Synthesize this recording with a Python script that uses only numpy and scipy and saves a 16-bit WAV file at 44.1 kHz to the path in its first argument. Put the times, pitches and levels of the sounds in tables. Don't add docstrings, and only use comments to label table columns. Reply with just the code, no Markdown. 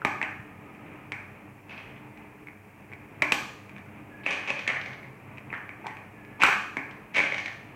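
import sys
import numpy as np
from scipy import signal
from scipy.fft import rfft, irfft
from scipy.io import wavfile

SR = 44100
rng = np.random.default_rng(int(sys.argv[2]) if len(sys.argv) > 2 else 0)


def decibels_to_gain(level_db):
    exponent = np.asarray(level_db, float) / 20
    return 10 ** exponent


def int16_out(signal):
    q = np.round(np.clip(np.atleast_2d(signal).T, -1, 1) * 32767)
    wavfile.write(sys.argv[1], SR, q.astype(np.int16))


N = 342118


def rms_one(x):
    return x / np.sqrt(np.mean(x ** 2) + 1e-20)


def peak_one(x):
    return x / np.abs(x).max()


def at_hz(points, hz):
    log_hz = np.log(np.array(points)[:, 0])
    return np.interp(np.log(hz + 1), log_hz, np.array(points)[:, 1])


def convolve(x, response):
    return signal.fftconvolve(x, response)[:len(x)]


def colour(x, points):
    size = 8192
    hz = np.arange(size // 2 + 1) * SR / size
    cepstrum = irfft(np.log(decibels_to_gain(at_hz(points, hz))))
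    cepstrum[1:size // 2] *= 2
    cepstrum[size // 2 + 1:] = 0
    return convolve(x, irfft(np.exp(rfft(cepstrum))))


def drift(rate_hz):
    knot_hz = 40
    knots = rng.standard_normal(int(N / SR * knot_hz) + 2)
    r = np.exp(-2 * np.pi * rate_hz / knot_hz)
    slow = rms_one(signal.lfilter([1], [1, -r], knots))
    return np.interp(np.arange(N) / SR * knot_hz, np.arange(len(knots)), slow)


def ring(clicks, hz, t60_s):
    r, w = decibels_to_gain(-60 / (t60_s * SR)), 2 * np.pi * hz / SR
    return signal.lfilter([0, np.sin(w)], [1, -2 * r * np.cos(w), r * r], clicks + 1e-18)


def band(x, low_hz, high_hz):
    return signal.sosfilt(signal.butter(2, [low_hz, high_hz], "band", fs=SR, output="sos"), x)


def narrow_noise(hz, width_hz):
    noise = rng.standard_normal(N + SR)
    return rms_one(band(noise, hz - width_hz / 2, hz + width_hz / 2)[SR:])


# start_s [s], peak_db [dB], ring_hz [Hz], cup_db, crack_db [dB re peak]
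SEATINGS = [(0.018, -24.5, 1420, -35, -41), (0.049, -10.5, 2360, -5, -20),
            (0.215, -12.5, 2040, -19.5, -32.5), (0.228, -15, 2670, -13.5, -27),
            (1.12, -17, 2310, -21, -25.5), (3.221, -7.5, 2340, -14, -21.5), (3.224, -16.5, 2410, -7, -17.5),
            (3.321, -9.5, 2430, -11.5, -9), (5.528, -20, 2000, -14, -36), (5.543, -25, 1610, -33, -33),
            (5.578, -31, 1680, -18, -29), (5.692, -26.5, 2280, -13, -33), (5.844, -30, 880, -19, -42),
            (5.859, -29.5, 920, -4, -34), (5.879, -33, 1980, -26, -22.5), (6.403, -27.5, 885, -5, -36),
            (6.769, -14.5, 2260, -10, -27)]
# start_s [s], peak_db [dB], ring_hz [Hz], crack_db [dB re peak], room_db [dB]
CRUNCH = [
    (6.414, -22, 2340, -22, -9),
    (6.419, -7, 2570, -28, -4),
    (6.424, -6, 2700, -24, 11),
    (6.435, -0.5, 1447, -20, -2),
    (6.45, -6, 1420, -26, -10),
    (6.465, -12.5, 1580, -17.5, 11),
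    (6.485, -9, 1400, -33, -2.5),
    (6.528, -15, 2280, -24, -18),
]
# start_s [s], peak_db [dB],
# ring_hz [Hz], crack_db [dB re peak]
TICKS = [(0.748, -39, 2430, -29), (2.174, -36.5, 2450, -24.5), (2.471, -31.5, 2230, -32),
         (2.485, -29, 2250, -41), (2.918, -35, 2070, -32), (2.926, -33.5, 2320, -46),
         (2.934, -28.5, 2250, -30.5), (3.694, -33.5, 2420, -26.5), (3.764, -31.5, 2460, -32),
         (3.782, -37, 1760, -21), (5.373, -33, 2520, -34), (5.382, -29.5, 2500, -28),
         (5.503, -30, 2505, -43), (5.867, -26, 900, -18), (5.969, -27.5, 2500, -31),
         (6.249, -36.5, 2206, -28), (6.395, -34, 920, -37), (6.91, -48, 2310, -8), (6.919, -45, 1034, -22),
         (6.925, -39, 2000, -31)]
# start_s [s], peak_db [dB], crack_db [dB re peak], room_db [dB]
KNOCKS = [(1.695, -34, -25, -2), (1.708, -33, -27, 12), (1.778, -30, -28, 6.5), (4.235, -40.5, -26, 16),
          (4.263, -12.5, -26.5, 6), (4.307, -19, -18, 10), (4.475, -22.5, -23, 14.5), (4.495, -34, -32, 5),
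          (4.503, -14.5, -21, -1.5), (4.593, -26, -16.5, 2.5), (4.677, -17, -13.5, 0.5),
          (4.69, -18.5, -38, 7.5), (4.701, -27, -38, 0), (4.814, -31.5, -12.5, 0), (4.86, -25, -24, 6.5),
          (4.932, -32.5, -23.5, 5), (5.03, -39, -37, 12), (7.142, -29.5, -22, 18),
          (7.151, -24.5, -32, 15.5), (7.167, -12.5, -23.5, 4.5), (7.181, -13.5, -21.5, -6),
          (7.185, -24, -26, -5), (7.191, -11.5, -29, 6), (7.202, -12, -31, -5), (7.236, -19.5, -31, 6),
          (7.322, -18.5, -25, 5.5), (7.344, -27, -15, 5), (7.381, -24.5, -18, 9), (7.459, -24.5, -16.5, 3),
          (7.481, -28, -21, -8)]
SEATING_ROOM_DB, TICK_ROOM_DB = 2.5, -1.5
CRUNCH_CUP_DB, TICK_CUP_DB, KNOCK_CUP_DB = -21.5, -20.5, -15.5


def contacts():
    seated = [(s, db, hz, cup, crack, SEATING_ROOM_DB, 0) for s, db, hz, cup, crack in SEATINGS]
    crunch = [(s, db, hz, CRUNCH_CUP_DB, crack, room, 0) for s, db, hz, crack, room in CRUNCH]
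    ticks = [(s, db, hz, TICK_CUP_DB, crack, TICK_ROOM_DB, 0) for s, db, hz, crack in TICKS]
    starts, pitches = np.transpose(STROKES)[[0, 4]]
    knocks = [(s, db, pitches[np.searchsorted(starts, s) - 1], KNOCK_CUP_DB, crack, room, 1)
              for s, db, crack, room in KNOCKS]
    return seated + crunch + ticks + knocks


# pitch_hz [Hz], level_db [dB], t60_s [s]
CUP = [(204, -1.5, 0.016), (352, -4.5, 0.032), (592, -4.5, 0.032), (806, 1, 0.011), (1181, -2.5, 0.028),
       (1650, -3, 0.015)]
BASKET_HZ, BASKET_T60_S, BASKET_DB = 557, 0.067, -20.5


def cup_body(flurry, click, cup_db, loose):
    body = 0
    for k, (hz, db, t60_s) in enumerate(CUP):
        level_db = db + 3.4 * (rng.random() - .5)
        pitch_hz = hz * (1 + 0.29 * (rng.random() - .5))
        body = body + (-1) ** k * decibels_to_gain(level_db) * ring(flurry, pitch_hz, t60_s)
    cup = decibels_to_gain(cup_db + 4.5) * peak_one(band(body, 85, 3450))
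    return cup + loose * decibels_to_gain(BASKET_DB) * ring(click, BASKET_HZ, BASKET_T60_S)


# pitch_hz [Hz], level_db [dB], t60_s [s]
BEAD = [(6000, -16.5, 0.0058), (7900, -3.5, 0.0045)]


def snaps():
    direct, send = np.zeros(N + 4096), np.zeros(N + 4096)
    t = np.arange(2048) / SR
    click = 1. * (t == 0)
    broad = peak_one(band(click, 1070, 2920))
    for start_s, peak_db, ring_hz, cup_db, crack_db, room_db, loose in contacts():
        height, chance, grain = rng.random((3, len(t)))
        flurry = click + (height - .5) * (chance < .1) * np.exp(-t / 0.0083) * 0.34
        rim = peak_one(band(ring(flurry, ring_hz, (20 + 22 * loose) / ring_hz), 440, 3400))
        rim = peak_one(rim + 0.07 * broad)
        cup = cup_body(flurry, click, cup_db, loose)
        top_hz = np.clip(16000 * decibels_to_gain(0.21 * (peak_db + 6) - 3.34 * loose), 4800, 16000)
        bead = (1 - loose) * sum(decibels_to_gain(db) * ring(flurry, hz, t60_s) for hz, db, t60_s in BEAD)
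        crack = peak_one(band(0.76 * click + (grain - .5) * np.exp(-t / 0.0038), 2800, top_hz)) + bead
        spread = peak_one(band(ring(click, ring_hz, (12.2 + 7 * loose) / ring_hz), 600, 3050))
        spread = spread * (1.3 - 0.15 * loose) + (.7 - 0.18 * loose) * broad
        flat = peak_one(band(click, 3470, top_hz)) + 0.33 * bead
        at = round(start_s * SR)
        direct[at:at + len(t)] += decibels_to_gain(peak_db) * (rim + cup + decibels_to_gain(crack_db + 28) * crack)
        send[at:at + len(t)] += decibels_to_gain(peak_db + room_db) * (spread + cup + decibels_to_gain(crack_db + 35.5) * flat)
    return direct[:N], send[:N]


# pitch_hz [Hz], level_db [dB], t60_s [s]
LID = [(547, -1, 0.017), (880, -7, 0.019), (1200, -4, 0.021), (1420, -10, 0.022), (1840, 15, 0.01),
       (1982, 3.5, 0.015), (2250, 2.5, 0.0072), (2820, -22, 0.0086), (3120, 23, 0.0031)]
# start_s [s], length_s [s], crackle_db [dB], hiss_db [dB], loudest pitch_hz [Hz]
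STROKES = [
    (1.677, 0.31, -50, -53.5, 2600),
    (4.251, 0.24, -36.5, -45, 2540),
    (4.472, 0.21, -39.5, -41, 2540),
    (4.662, 0.12, -32, -41, 2140),
    (5.52, 0.054, -45.5, -57, 1940),
    (5.842, 0.084, -41, -47, 2170),
    (6.396, 0.22, -45, -31, 2140),
    (7.136, 0.14, -58, -27.5, 2250),
    (7.259, 0.16, -41, -41, 2170),
    (7.452, 0.12, -45.5, -64, 2170),
]
STROKE_ATTACK_S, STROKE_RELEASE_S = .02, 0.0091
CRACKLE_FADE_DB, HISS_FADE_DB = 6, 17


def rustle():
    sizes = decibels_to_gain(2.7 * np.minimum(rng.exponential(1, N), 4)) * rng.choice([-1, 1], N)
    slips_per_s = 600 * decibels_to_gain(5 * drift(12))
    slips = rms_one(sizes * (rng.random(N) < slips_per_s / SR))
    dealt = rng.integers(0, len(LID), N)
    t = np.arange(N) / SR
    crackle, hiss, pitch_hz = np.zeros(N), np.zeros(N), np.ones(N)
    for start_s, length_s, crackle_db, hiss_db, hz in STROKES:
        done = np.clip((t - start_s) / length_s, 0, 1)
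        rise = (t - start_s) / STROKE_ATTACK_S
        fall = (start_s + length_s - t) / STROKE_RELEASE_S
        edge = np.clip(np.minimum(rise, fall), 0, 1)
        crackle += edge * decibels_to_gain(crackle_db - CRACKLE_FADE_DB * done)
        hiss += edge * decibels_to_gain(hiss_db - HISS_FADE_DB * done)
        pitch_hz[t >= start_s] = hz
    body = np.zeros(N)
    for k, (hz, db, t60_s) in enumerate(LID):
        nearness = decibels_to_gain(-np.minimum(55 * np.abs(np.log2(hz / pitch_hz)), 19))
        body += decibels_to_gain(db) * ring(slips * crackle * (dealt == k) * nearness, hz, t60_s)
    return decibels_to_gain(-6.0) * band(body, 330, 4800) + decibels_to_gain(14.0) * band(slips * hiss, 1700, 7600)


# pitch_hz [Hz], t60_s [s]
ROOM_T60 = [(150, 0.67), (500, 0.63), (1200, 0.68), (2500, 0.59), (6000, 0.63), (12000, 0.54)]
# delay_s [s], level_db [dB]
WALLS = [(.0045, -13.5), (0.012, -24), (0.022, -19.5), (0.028, -28)]
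ROOM_DB = -2


def kitchen(x):
    t = np.arange(SR) / SR
    density = np.clip(0.053 + (t / .05) ** 2, 0, 1)
    scatter = rng.standard_normal(SR) * (rng.random(SR) < density) / np.sqrt(density)
    edges = 60 * 2 ** np.arange(0, 8.6, .5)
    tail = np.zeros(SR)
    for low_hz, high_hz in zip(edges, edges[1:]):
        t60_s = at_hz(ROOM_T60, np.sqrt(low_hz * high_hz))
        tail += band(scatter, low_hz, high_hz) * decibels_to_gain(-60 * t / t60_s)
    tail *= np.clip((t - .006) / 0.0033, 0, 1)
    tail /= np.sqrt(np.sum(tail ** 2))
    for delay_s, db in WALLS:
        tail[round(delay_s * SR)] += decibels_to_gain(db)
    return convolve(x, tail)


# time_s [s], change_db [dB]
AMBIENCE = [(0, -1), (1, 0.5), (1.5, -0.5), (1.62, -4.5), (1.75, 0.5), (2.4, -2), (2.8, -2), (3.8, -0.5),
            (5.2, -0.5), (6.2, -0.5), (7, 0.5), (7.76, -1.5)]
# pitch_hz [Hz], level_db [dB per Hz]
HOUSE = [(30, 8.5), (70, -6.5), (130, -0.5), (300, -3.5), (480, -9.5), (900, -9), (1200, -12.5),
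         (1450, -16), (2400, -13.5), (4000, -26.5), (9000, -53)]
# pitch_hz [Hz], level_db [dB]
HUM = [(99.9, -63.5), (199.8, -59), (299.7, -57.5)]
# pitch_hz [Hz], level_db [dB], width_hz [Hz]
DRONE = [(100.7, -56, 8.6), (131.3, -55.5, 10), (213, -60, 10.7), (251, -85, 10.2), (424.5, -62, 34.7)]
# start_s [s], end_s [s], pitch_hz [Hz], level_db [dB]
FAR_WHINE = [
    (0.448, 1.096, 1250, -61.5),
    (1.994, 2.4, 898, -61.5),
    (4.08, 4.274, 1680, -54),
    (6.142, 6.41, 1712, -57.5),
]
# start_s [s], pitch_hz [Hz], level_db [dB]
THUMPS = [
    (0.393, 127, -30.5),
    (3.224, 70, -31),
    (6.43, 60, -35),
]
HOUSE_DB = -44.5


def house():
    t = np.arange(N) / SR
    rumble = rms_one(colour(rng.standard_normal(N + SR), HOUSE)[SR:])
    out = decibels_to_gain(HOUSE_DB + 1.46 * drift(1.9)) * rumble
    for hz, db in HUM:
        out += decibels_to_gain(db + 2.0 + 4.4 * drift(3.8)) * np.sin(2 * np.pi * hz * t)
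    for hz, db, width_hz in DRONE:
        out += decibels_to_gain(db + 1.4 * drift(2.0)) * narrow_noise(hz, width_hz)
    for start_s, end_s, hz, db in FAR_WHINE:
        edge = np.clip(np.minimum(t - start_s, end_s - t) / 0.034, 0, 1)
        out += decibels_to_gain(db) * edge * narrow_noise(hz, 59)
    for start_s, hz, db in THUMPS:
        since = np.maximum(t - start_s, 0)
        out += decibels_to_gain(db) * np.sin(2 * np.pi * hz * since) * np.exp(-since / 0.012)
    time_s, change_db = np.transpose(AMBIENCE)
    return out * decibels_to_gain(np.interp(t, time_s, change_db))


def scene():
    direct, send = snaps()
    rubbing = rustle()
    echo = decibels_to_gain(ROOM_DB) * kitchen(send + decibels_to_gain(4.0) * rubbing)
    return (direct + rubbing + echo + house())[None]


def band_limit(x):
    return signal.sosfilt(signal.butter(12, 16600, fs=SR, output="sos"), x)


# pitch_hz [Hz], level_db [dB]
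MIC = [(25, -66), (45, -13), (85, -3.5), (1200, -2), (2000, -1), (2450, 1.5), (2900, -6.5), (3500, -13.5),
       (4600, -22.5), (6000, -24), (7600, -29), (8500, -30), (12000, -38), (16000, -39)]
HISS_DB = -69.5


def record(dry):
    hiss = decibels_to_gain(HISS_DB) * band(rng.standard_normal(N), 4100, 22000)
    heard = 1.353 * np.tanh((colour(dry[0], MIC) + hiss) / 1.232)
    heard = signal.sosfilt(signal.cheby2(10, 50, 16900, fs=SR, output="sos"), heard)
    return band_limit(heard[None])


dry = scene()
out = record(dry)
int16_out(out)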